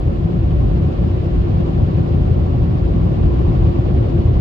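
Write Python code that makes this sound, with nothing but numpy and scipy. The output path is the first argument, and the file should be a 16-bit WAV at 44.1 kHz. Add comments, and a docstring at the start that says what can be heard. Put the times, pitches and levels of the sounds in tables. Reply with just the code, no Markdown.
"""Air from the dryer blowers of a car wash buffets the roof and glass, heard inside the closed car.
Low noise in three groups of cabin and panel modes makes the boom; the body shell drones under it.
Fluttering bands of noise make the duller roar and hiss through body and seals. One fan hums as an
unsteady sine, a second as a narrow band of noise. A few bright ticks and a faint, flickering hiss
lie on top. All is heard by a phone with two microphone ports."""
import sys
import numpy as np
from scipy import signal
from scipy.fft import rfft, irfft
from scipy.io import wavfile
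from scipy.ndimage import uniform_filter1d

SR = 44100
rng = np.random.default_rng(int(sys.argv[2]) if len(sys.argv) > 2 else 0)


def pcm_store(signal):
    """Save signal as 16-bit PCM."""
    levels = np.round(np.clip(np.atleast_2d(signal), -1, 1) * 32767)
    wavfile.write(sys.argv[1], SR, levels.astype(np.int16).T)


N = 194436
TIME = np.arange(N) / SR  # s
FREQ = np.maximum(np.fft.rfftfreq(N, 1 / SR), 1)  # Hz, kept above zero for logs and divisions

# level of the boom noise over time, before gusts: t/s, then level/dB of the lowest, middle and upper modes
BOOM_LEVELS = [(0.0, -19.5, -38, -32.5), (0.04, -25.5, -18.5, -24), (0.07, -21, -12.5, -18),
               (0.13, -19.5, -25.5, -33.5), (0.26, -25.5, -15, -15), (0.28, -39, -22.5, -29),
               (0.36, -23.5, -23, -17), (0.39, -19, -14.5, -24), (0.54, -16, -17.5, -19),
               (0.58, -14.5, -11.5, -25), (0.74, -14.5, -21, -24), (0.85, -28.5, -14, -19.5),
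               (0.97, -24, -28, -31.5), (1.01, -17.5, -17.5, -16.5), (1.08, -30, -15.5, -30.5),
               (1.3, -28.5, -18, -22), (1.35, -12.5, -30, -27), (1.4, -11, -17, -19),
               (1.46, -24, -18.5, -24), (1.56, -24, -14, -22.5), (1.71, -24.5, -25, -21.5),
               (1.83, -15.5, -11, -22.5), (1.93, -38, -28, -22.5), (1.95, -42, -13, -41.5),
               (1.99, -26, -16, -11.5), (2.02, -21, -16, -21.5), (2.06, -44, -29, -21.5),
               (2.11, -22.5, -15.5, -23.5), (2.22, -17.5, -19.5, -20), (2.25, -16, -20.5, -25.5),
               (2.32, -28, -9.5, -23), (2.34, -23.5, -16, -29), (2.42, -17.5, -16, -21.5),
               (2.45, -22, -17, -25.5), (2.65, -19, -14, -21.5), (2.74, -26.5, -14.5, -19.5),
               (2.84, -15.5, -19, -25.5), (3.12, -22.5, -15.5, -18), (3.14, -26.5, -21.5, -20),
               (3.2, -22, -16, -25), (3.25, -10.5, -9.5, -18.5), (3.29, -14, -21, -27.5),
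               (3.42, -18, -18, -19.5), (3.45, -26, -12.5, -28.5), (3.49, -15, -14.5, -19.5),
               (3.57, -23, -16.5, -21.5), (3.61, -9.5, -16.5, -36.5), (3.68, -21, -11, -18.5),
               (3.74, -28, -24.5, -36), (3.79, -20, -11.5, -19.5), (3.83, -18.5, -19.5, -27.5),
               (3.96, -20.5, -16, -19.5), (4.01, -26, -11.5, -32.5), (4.12, -21, -25, -22),
               (4.2, -20, -7.5, -18), (4.22, -17, -33, -25), (4.26, -25, -10, -28), (4.3, -33, -11, -24),
               (4.36, -10, -19.5, -24), (4.41, -24.5, -12.5, -26.5)]
# modes of cabin and panels, one list per level column above: f/Hz, width/Hz, level/dB
# (boom() squares each mode's gain, which doubles this relative level in dB and narrows the peak)
BOOM_MODES = [
    [(45.6, 3.8, -9.5), (56.7, 13, -7)],
    [(66.7, 7.1, -4), (85.1, 29, -0.5), (110.7, 18.8, -2)],
    [(143.7, 22, -0.5), (169.4, 14, -1)],
]
# the blast through body and seals: t/s, then level/dB of the low, middle and upper roar and the hiss
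BLAST_LEVELS = [(0, -28.5, -24, -25.5, -51), (.3, -26.5, -25.5, -26, -51), (.85, -25.5, -24, -23.5, -49.5),
                (1.15, -26, -24.5, -26, -49.5), (1.6, -26.5, -23.5, -23, -49),
                (2.1, -24.5, -24, -23.5, -49.5), (2.6, -25.5, -24.5, -23.5, -50),
                (3.1, -24, -23.5, -22.5, -49.5), (3.6, -24, -24, -20, -48.5), (4, -24, -22, -24.5, -49),
                (4.41, -26.5, -23.5, -23.5, -49.5)]
# colour of the roar through the panels: f/Hz, relative level/dB per Hz
ROAR_COLOUR = [(100, -37.5), (170, -5), (200, -5), (267, -5.5), (312, -7), (347, -6), (412, -13.5),
               (486, -16), (540, -19), (655, -22), (742, -21), (858, -27.5), (1110, -29.5), (1250, -35.5),
               (1700, -43.5), (2210, -78.5), (3740, -120)]
# colour of the hiss through the seals: f/Hz, relative level/dB per Hz
HISS_COLOUR = [(900, -40), (1300, -4.5), (1630, -7), (2840, -7), (4940, -17.5), (5800, -26), (7100, -29),
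               (7900, -35), (8500, -48), (10000, -68.5)]
# panel resonances raised above the roar: f/Hz, width/Hz, lift/dB
PANEL_MODES = [(381, 48, 2.5), (533, 18, 3.5), (570, 52, 4.5), (722, 15, 1.5), (764, 110, 2.5),
               (834, 55, 2), (1165, 290, 4)]
# gaps in the seals that colour the hiss: f/Hz, width/Hz, lift/dB
SEAL_GAPS = [(1350, 140, 4), (1790, 130, 3), (2650, 500, 0.5)]
# the blade tone comes and goes: t/s, level/dB before its roughness
HUM_LEVELS = [(0.0, -50), (0.08, -28), (0.16, -46), (0.21, -27), (0.38, -42), (0.44, -26), (0.54, -46.5),
              (0.78, -32.5), (0.81, -44), (0.85, -35.5), (1.19, -43.5), (1.37, -27.5), (1.42, -36),
              (1.48, -23.5), (1.52, -44), (1.63, -26), (1.93, -38), (2.17, -29), (2.2, -41), (3.06, -35),
              (3.08, -46.5), (3.34, -28), (4.12, -32.5), (4.16, -23.5), (4.25, -39.5), (4.41, -37)]
# faint bright ticks: t/s, peak level/dB
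TICK_PEAKS = [(.512, -62), (.7412, -55), (.862, -65)]
# likeness of the noise at the two ports: f/Hz, correlation (-1 to 1)
PORT_LIKENESS = [(60, .995), (110, .98), (170, .96), (210, .8), (260, .35), (370, 0), (500, .25),
                 (650, .05), (850, -.75), (980, -.25), (1300, -.55), (1900, -.15), (3200, -.2), (5000, 0)]
# balance of the two ports: f/Hz, left minus right level/dB
PORT_BALANCE = [(50, -0.5), (90, 1), (120, 1.5), (175, 4.5), (215, -5), (280, 0.5), (345, -1.5), (560, -2),
                (750, 0.5), (1150, 1), (1700, -0.5), (2800, 2.5), (4500, -1.5), (6500, 4.5), (8500, -1.5)]
# colour of the capsule hiss: f/Hz, relative level/dB per Hz
CAPSULE_COLOUR = [(6000, -2), (8500, -6.5), (11300, -8), (12400, -4), (13300, -4), (13850, -5),
                  (14400, -4.5), (15300, -10), (15750, -5)]
# level of the capsule hiss before it flickers: t/s, level/dB
CAPSULE_LEVELS = [(0, -71.5), (.45, -72), (.65, -69.5), (1.1, -71), (1.6, -72), (3.3, -72), (3.6, -70.5),
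                  (4.41, -72)]

BOOM_EVEN = 0.95  # how far the chance swelling of the modes is evened out (0-1)
GUST_PER_S, GUST_DB = 22, 0.78  # quick gusts that move the level of all low modes at once
ROAR_BANDS_HZ = (360, 720, 1020, 1450)  # where the low, middle, upper and again middle levels apply
ROAR_FLUTTER_DB, HISS_FLUTTER_DB, SHARED_FLUTTER_DB = 2.1, 1.3, 0.55
HUM_HZ, HUM_PAN_DB, HUM_LAG_RAD = 344.3, 1.5, 0.6  # pan and lag: left against right
PORT_HZ = (7.3, 27.2)  # bass corner of left and right port
RUMBLE_CUT_HZ, TOP_HZ = 27, 15735  # the phone's own bass cut and the top cut
CEILING = 1  # soft clipping nears this amplitude
CAPSULE_SHARED = 0.65  # amount of common noise added to each capsule's own


def boom():
    """Low noise in three groups of modes, each following its level curve."""
    out = 0
    gust_db = GUST_DB * walk(GUST_PER_S)
    for modes, level_db in zip(BOOM_MODES, over_time(BOOM_LEVELS)):
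        # squared mode gains, added by power
        power = sum(np.abs(undb(db) * resonance(hz, width_hz)) ** 4 for hz, width_hz, db in modes)
        out = out + undb(level_db + gust_db) * at_ports(np.sqrt(power), BOOM_EVEN)
    return out


def shell_drone():
    """The body shell drones fairly evenly under the blast: noise in one low resonance."""
    return ringing(hz=36, width_hz=17, db=-29, even=0.4)


def blast():
    """Roar through the panels and hiss through the seals, in half-octave bands that flutter a little."""
    low_db, middle_db, upper_db, hiss_db = over_time(BLAST_LEVELS)
    roar = rfft(at_ports(lifted(ROAR_COLOUR, PANEL_MODES)))
    hiss = rfft(at_ports(lifted(HISS_COLOUR, SEAL_GAPS)))
    shared_db = SHARED_FLUTTER_DB * flutter(40)
    out = 0
    for octave in np.arange(7, 13.6, 0.5):  # log2 of the band centre in Hz
        share = np.clip(1 - 2 * np.abs(np.log2(FREQ) - octave), 0, 1)  # bands crossfade
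        weights = [np.interp(octave, np.log2(ROAR_BANDS_HZ), row) for row in np.eye(4)]
        roar_db = np.dot(weights, [low_db, middle_db, upper_db, middle_db])
        roar_gain = undb(roar_db + shared_db + ROAR_FLUTTER_DB * flutter(50))
        hiss_gain = undb(hiss_db + shared_db + HISS_FLUTTER_DB * flutter(70))
        out = out + roar_gain * irfft(roar * share, N)
        out = out + hiss_gain * irfft(hiss * share, N)
    return out


def hum():
    """Blade tone of a fan, wavering in pitch and strength; it reaches the ports out of step."""
    side = np.array([[0.5], [-0.5]])  # left, right
    phase = 2 * np.pi * HUM_HZ * TIME + 1.1 * walk(12) + side * HUM_LAG_RAD
    rough_db = 2.5 * walk(25)
    level_db = over_time(HUM_LEVELS)[0] + rough_db + side * HUM_PAN_DB
    return np.sqrt(2) * undb(level_db) * np.sin(phase)  # root 2: the level is rms


def second_fan():
    """A second fan, slightly higher, heard as a narrow band of noise near 352 Hz."""
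    return ringing(hz=352, width_hz=6.6, db=-41.5)


def ticks():
    """Bright ticks, each a short windowed burst of a high sine."""
    pulses = np.zeros(N)
    for s, db in TICK_PEAKS:
        pulses[int(s * SR)] = undb(db)
    tick = np.sin(2 * np.pi * 13500 * TIME[:60]) * np.hanning(60)  # 13.5 kHz, 60 samples
    return np.convolve(pulses, tick)[:N]


def capsule_hiss():
    """Self-noise of the two capsules, partly alike, its level flickering quickly."""
    shared, own = rng.standard_normal(N), rng.standard_normal((2, N))
    colour = undb(over_hz(CAPSULE_COLOUR)) * (FREQ > 6000)
    hiss = unit(irfft(rfft(own + CAPSULE_SHARED * shared) * colour, N))
    flicker_db = 0.8 * flutter(45) + 1.3 * flutter(120)
    return hiss * undb(over_time(CAPSULE_LEVELS)[0] + flicker_db)


def at_ports(gain, even=0.):
    """Noise of a given colour at both ports, alike and balanced as the cabin's field makes it; mid rms 1."""
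    like = np.clip(over_hz(PORT_LIKENESS), -1, 1)
    pan = undb(over_hz(PORT_BALANCE) / 2)
    mid, side = (rfft(rng.standard_normal(N)) * gain for _ in range(2))
    mid, side = mid * np.sqrt(1 + like), side * np.sqrt(1 - like)
    pair = irfft([(mid + side) * pan, (mid - side) / pan], N)
    swell = uniform_filter1d(np.abs(signal.hilbert(pair.mean(0))), SR // 25)  # 40 ms envelope
    pair = pair / swell ** np.clip(even, 0, 1)
    return pair / np.sqrt(np.mean(pair.mean(0) ** 2))


def ringing(hz, width_hz, db, even=0.):
    """Noise in one steep resonance: a damped mode's gain squared."""
    return undb(db) * at_ports(np.abs(resonance(hz, width_hz)) ** 2, even)


def resonance(hz, width_hz):
    """Gain of a damped mode, 1 at its centre."""
    return 1 / (1 + 1j * (FREQ ** 2 - hz ** 2) / (FREQ * width_hz))


def lifted(colour, peaks):
    """A spectrum with resonances raised above it."""
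    lift = sum((undb(db) - 1) * np.abs(resonance(hz, width_hz)) ** 2 for hz, width_hz, db in peaks)
    return undb(over_hz(colour)) * (1 + lift)


def walk(rate):
    """Random levels held 1 / rate s and slewed twice; spread near 1."""
    hold = int(SR / rate)
    steps = np.repeat(rng.standard_normal(N // hold + 1), hold)
    return 1.08 * uniform_filter1d(uniform_filter1d(steps, hold), hold)[:N]


def flutter(rate):
    """Quick wavering without slow swells."""
    quick = walk(rate)
    return quick - uniform_filter1d(quick, SR // 8)


def over_hz(table):
    """A (Hz, value) table read at every frequency, along a log axis."""
    hz, value = np.transpose(table)
    return np.interp(np.log(FREQ), np.log(hz), value)


def over_time(table):
    """Each column of a curve read at every sample."""
    s, *columns = np.transpose(table)
    return [np.interp(TIME, s, column) for column in columns]


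def undb(db):
    """Decibels to amplitude."""
    return 10 ** (np.asarray(db) / 20)


def unit(x):
    """Signal scaled to rms 1."""
    return x / np.sqrt(np.mean(x ** 2))


def scene():
    """Boom and drone, the blast, both fans, and the ticks, summed at the two ports."""
    return boom() + shell_drone() + blast() + hum() + second_fan() + ticks()


def record(dry):
    """Each port rolls off the deep bass at its own corner; soft clipping, capsule hiss, top cut."""
    port_cut = 1 + np.array(PORT_HZ)[:, None] / (1j * FREQ)
    rumble_cut = np.sqrt(1 + (RUMBLE_CUT_HZ / FREQ) ** 6)
    ports = irfft(rfft(dry) / port_cut / rumble_cut, N)
    rounded = ports / (1 + (ports / CEILING) ** 4) ** (1 / 4)
    top_cut = signal.ellip(14, 0.3, 60, TOP_HZ, fs=SR, output="sos")
    return signal.sosfilt(top_cut, rounded + capsule_hiss())


dry = scene()
out = record(dry)
pcm_store(out)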